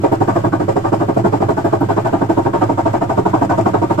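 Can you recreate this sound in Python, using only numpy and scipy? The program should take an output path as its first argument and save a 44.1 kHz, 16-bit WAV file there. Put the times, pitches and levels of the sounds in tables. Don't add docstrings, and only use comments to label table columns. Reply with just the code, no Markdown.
import sys
import numpy as np
from scipy import signal
from scipy.fft import rfft, irfft, next_fast_len
from scipy.io import wavfile
from scipy.ndimage import map_coordinates

SR = 44100
rng = np.random.default_rng(int(sys.argv[2]) if len(sys.argv) > 2 else 0)


def bounce(signal):
    frames = np.transpose(np.atleast_2d(signal))
    limited = np.clip(frames, -1, 1)
    pcm = np.round(limited * 32767).astype(np.int16)
    wavfile.write(sys.argv[1], SR, pcm)


N = 176400

# (time [s], tub level [dB], frame level [dB])
PULLEY_RUBS = [(0.034, -15, -15), (0.114, -16, -17), (0.203, -16, -17), (0.276, -16.5, -17.0),
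               (0.354, -18, -16.5), (0.437, -16, -18), (0.521, -17, -19.0), (0.596, -18.5, -21.5),
               (0.679, -19.0, -17.0), (0.757, -17, -19.0), (0.84, -21.5, -17.5), (0.919, -16, -17),
               (0.999, -17.5, -18.5), (1.08, -17.0, -20.0), (1.163, -16.0, -17.0), (1.24, -14.5, -17),
               (1.323, -16.5, -18.0), (1.403, -17, -17.5), (1.484, -16.0, -18.0), (1.568, -20.0, -20),
               (1.642, -17, -17.5), (1.724, -16, -17.0), (1.804, -16, -21), (1.886, -18, -17.0),
               (1.963, -17.5, -18.5), (2.045, -21, -17.5), (2.126, -16, -17.5), (2.207, -17, -19.0),
               (2.289, -15.5, -18), (2.368, -16, -16.5), (2.45, -17.0, -18), (2.53, -18, -17.0),
               (2.611, -16.5, -15), (2.689, -18, -18), (2.774, -22.0, -16.5), (2.852, -19, -16),
               (2.932, -20, -17), (3.01, -19.5, -18.0), (3.091, -22.5, -17.5), (3.17, -15, -18),
               (3.252, -18.0, -17), (3.332, -16.0, -15.5), (3.411, -16.5, -16.0), (3.493, -19.5, -15),
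               (3.575, -17.5, -16.0), (3.655, -17.0, -16), (3.734, -16.5, -16.5), (3.815, -16.5, -18.5),
               (3.897, -18, -17.5), (3.977, -18, -16.5)]
# (frequency [Hz], bandwidth [Hz], level [dB],
# left minus right [dB], left phase lead [rad], gain at the far position [dB])
TUB_MODES = [(113.4, 21, -7, -5.5, 0.25, 0), (187.6, 47, -11, -1, 0.17, -2),
             (280.7, 37.3, -6, -5.5, 0.52, 0.5), (335.7, 41, 0, 0.5, 0.71, -2),
             (364.3, 58, -6, 6.5, 0.28, -1), (414.1, 22.6, -6, -10, 1.52, -1.5)]
FRAME_MODES = [(508.3, 29, -2.5, -5.5, -3, -5), (548.7, 37, 1.5, -0.5, -2.5, 2.5),
               (575, 30, -1.5, 13, -3, 1), (649.8, 34.5, -3.5, 6, 0.18, 2.5), (697.7, 75, -4, 8.5, 0.32, 2),
               (785, 29.8, -3.5, -1, 0.78, 2), (852, 53, -7, 8, 1.43, 1.5), (929.2, 35.7, -4.5, 4, -0.2, 5),
               (1092.5, 41.5, -9.5, -2.5, 1.75, 2), (1196.5, 32.6, -9, -1.5, 1.81, 1.5),
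               (1488, 56, -19.5, -4.5, -1.3, 1)]
# (frequency [Hz], level [dB])
PANEL_SPECTRUM = [(250, -40), (480, 0), (700, 0), (1050, -4), (1300, -9), (1620, -8), (1850, -19.5),
                  (2800, -27.5), (4000, -31.5), (8000, -70)]
# (frequency [Hz], level [dB])
SCRAPE_SPECTRUM = [(900, -46), (1900, 8), (2800, 0), (3900, -12.5), (5100, -2), (6200, -6.5), (7500, -1.5),
                   (8600, -11), (9800, -19), (12500, -14), (14300, -38.5)]
# (time [s], level [dB])
METAL_TICKS = [(0.1222, -38), (1.1663, -46), (1.4886, -47), (1.6477, -43), (1.8053, -42), (1.8901, -46),
               (2.2937, -44), (2.3825, -46)]
# (frequency [Hz], level [dB])
TICK_SPECTRUM = [(1200, -32), (2500, 4), (5000, -8), (8000, -2), (10000, 12), (14000, 14)]
# (frequency [Hz], level [dB])
HUM_LINES = [(12.43, -39.5), (100, -32), (108, -31.5), (112.4, -36), (124.8, -31.5), (137.3, -37.5)]
# (frequency [Hz], level [dB])
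RUMBLE_SPECTRUM = [(20, -38), (48, -32), (68, -16), (85, -7), (104, 7), (125, -8), (150, -7.5), (190, 1),
                   (240, -13.5), (330, 0.5), (480, -27.5), (900, -62)]
# (frequency [Hz], level [dB])
WHIRR_SPECTRUM = [(30, -41), (150, -18), (400, -0.5), (900, -4), (1400, -7), (2100, -16), (3900, -23),
                  (5200, -26.5), (7600, -25), (9800, -35), (14000, -32)]
# (frequency [Hz], time to decay by 60 dB [s])
CABINET_T60 = [(150, 0.053), (1000, 0.056), (3000, 0.059), (12000, 0.027)]
# (time [s], position [0 near, 1 far])
LISTENER_PATH = [(0, 0), (1.7, 0), (3.3, 0.93), (4, 0.34)]

TURN_HZ = 12.43
SLIPS_PER_S, SLIP_SCATTER_DB = 700, 3.5
RUB_SAMPLES, LEAD_S = 8192, .01


def pulley_thumps():
    out = np.zeros((2, N))
    t, hz = np.arange(RUB_SAMPLES) / SR, np.fft.rfftfreq(RUB_SAMPLES, 1 / SR)
    low_cut = lambda edge_hz: (1j * hz / (1j * hz + edge_hz)) ** 3
    tubs = [modal_response(TUB_MODES, contact_hz=610, position=p) * low_cut(53) for p in (0, 1)]
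    frames = [modal_response(FRAME_MODES, contact_hz=1980, position=p) * low_cut(213) for p in (0, 1)]
    on_tub = contact_force(delay_s=-0.00054, attack_s=0.0014, hold_s=0.012, fall_db_per_s=563)
    on_frame = contact_force(delay_s=-0.0019, attack_s=0.0068, hold_s=0.0074, fall_db_per_s=498)
    catch = 1.96 * np.exp(-2j * np.pi * hz * LEAD_S)
    panel_colour, panel_decay = amp(log_interp(PANEL_SPECTRUM, hz)), amp(-60 * t / 0.12)
    for start_s, tub_db, frame_db in PULLEY_RUBS:
        position = np.interp(start_s, *np.transpose(LISTENER_PATH))
        tub, frame = [near + position * (far - near) for near, far in (tubs, frames)]
        slips = stick_slip()
        tub_force = catch + rfft(slips * on_tub)
        frame_force = .4 * catch + rfft(slips * on_frame)
        panels = rfft(rng.standard_normal((2, RUB_SAMPLES)) * panel_decay) * panel_colour
        thump = unit_per_turn(irfft(tub_force * tub))
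        frame_ring = unit_per_turn(irfft(frame_force * frame))
        panel_ring = unit_per_turn(irfft(frame_force * panels))
        rattle = unit_per_turn(frame_ring + amp(-8) * panel_ring)
        add(out, start_s - LEAD_S, amp(tub_db - 0.25) * thump + amp(frame_db - 0.94) * rattle)
    return out


def stick_slip():
    gaps = rng.gamma(2, .5, 256)
    sizes = amp(SLIP_SCATTER_DB * rng.standard_normal(256))
    signs = rng.choice([-1, 1], 256)
    onsets = (np.cumsum(gaps) / SLIPS_PER_S * SR).astype(int)
    return np.bincount(onsets, signs * sizes, RUB_SAMPLES)[:RUB_SAMPLES]


def contact_force(delay_s, attack_s, hold_s, fall_db_per_s):
    t = np.arange(RUB_SAMPLES) / SR - LEAD_S - delay_s
    return np.clip(t / attack_s, 0, 1) * amp(-fall_db_per_s * np.maximum(t - attack_s - hold_s, 0))


def modal_response(modes, contact_hz, position):
    t, ear = np.arange(RUB_SAMPLES) / SR, np.array([[.5], [-.5]])
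    ring = np.zeros((2, RUB_SAMPLES))
    for k, (hz, width_hz, db, pan_db, lead_rad, far_db) in enumerate(modes):
        envelope = width_hz * amp(db + ear * pan_db + position * far_db) * np.exp(-np.pi * width_hz * t)
        ring += envelope * np.sin(2 * np.pi * hz * t + ear * lead_rad + np.pi * k)
    return rfft(signal.sosfilt(signal.butter(4, contact_hz, fs=SR, output="sos"), ring))


def pulley_scrape():
    force = np.zeros(N)
    shape = contact_force(delay_s=-.003, attack_s=.013, hold_s=.022, fall_db_per_s=280)
    for start_s, _, frame_db in PULLEY_RUBS:
        add(force, start_s - LEAD_S, amp(frame_db + rng.normal(0, 1.3)) * shape)
    grit = amp(1.5 * wobble(160) + 1.6 * wobble(1600))
    hiss = force * grit * noise(SCRAPE_SPECTRUM, side_db=-1.2)
    return amp(-44.5) * steel_resonances(hiss) * amp([[-.8], [.8]])


def steel_resonances(x, ripple_db=2.7, spacing_hz=75):
    def response(hz):
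        knots = rng.standard_normal((2, 1024))
        ripple = np.array([map_coordinates(ear, [hz / spacing_hz], mode="mirror") for ear in knots])
        return amp(ripple_db * ripple)

    near, far = filtered(x, response), filtered(x, response)
    position = np.interp(np.arange(N) / SR, *np.transpose(LISTENER_PATH))
    return unit_rms(near + position * (far - near))


def metal_ticks():
    force = np.zeros(N)
    shape = contact_force(delay_s=0, attack_s=.001, hold_s=.004, fall_db_per_s=800)
    for start_s, db in METAL_TICKS:
        add(force, start_s - LEAD_S, amp(db) * shape)
    return amp(-62) * unit_rms(force * noise(TICK_SPECTRUM, side_db=-1))


def motor():
    t, hum = np.arange(N) / SR, np.zeros(N)
    for hz, db in HUM_LINES:
        phase = 2 * np.pi * (hz * t + rng.random()) + 0.13 * wobble(2.59)
        hum += np.sqrt(2) * amp(db) * np.sin(phase)
    hum *= amp(0.95 * wobble(14) - 1.5)
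    rumble = amp(-26.5) * noise(RUMBLE_SPECTRUM, side_db=-14.5) * amp(1.5 * wobble(12))
    whirr = amp(-35.5) * steel_resonances(noise(WHIRR_SPECTRUM, side_db=2)) * amp(2.16 * wobble(40))
    return (hum + rumble) * amp([[-1.5], [1.3]]) + whirr


def cabinet_echo(x):
    hz, t, bands = signal.stft(rng.standard_normal((2, SR // 4)), SR, nperseg=256)
    decay = amp(-60 * t / log_interp(CABINET_T60, hz)[:, None])
    tail = signal.istft(bands * decay, SR, nperseg=256)[1]
    tail = np.pad(tail / np.linalg.norm(tail[0]), ((0, 0), (round(.012 * SR), 0)))
    return signal.fftconvolve(x, tail, axes=1)[:, :N]


def amp(db):
    return 10 ** (np.asarray(db) / 20)


def unit_rms(x):
    return x / np.sqrt(np.mean(x ** 2) + 1e-20)


def unit_per_turn(x):
    return x / np.sqrt(np.sum(x ** 2) / 2 * TURN_HZ / SR)


def log_interp(points, hz):
    knots_hz, values = np.transpose(points)
    return np.interp(np.log(hz + 1), np.log(knots_hz + 1), values)


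def wobble(knots_per_s):
    knots = rng.standard_normal(int(N * knots_per_s / SR) + 4)
    return map_coordinates(knots, [np.arange(N) * knots_per_s / SR])


def filtered(x, response):
    size = next_fast_len(N + SR // 2)
    return irfft(rfft(x, size) * response(np.fft.rfftfreq(size, 1 / SR)), size)[..., :N]


def noise(spectrum, side_db):
    mid, side = filtered(rng.standard_normal((2, N)), lambda hz: amp(log_interp(spectrum, hz)))
    return unit_rms(np.array([mid + amp(side_db) * side, mid - amp(side_db) * side]))


def add(track, start_s, sound):
    i = max(0, round(start_s * SR))
    part = sound[..., :max(0, N - i)]
    track[..., i:i + part.shape[-1]] += part


def scene():
    contacts = pulley_thumps() + pulley_scrape() + metal_ticks()
    return contacts + amp(-20.5) * cabinet_echo(contacts) + motor()


def record(dry, ceiling=0.99, cutoff_hz=14400):
    soft = dry / (1 + np.abs(dry / ceiling) ** 10) ** (1 / 10)
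    return filtered(soft, lambda hz: hz < cutoff_hz)


dry = scene()
out = record(dry)
bounce(out)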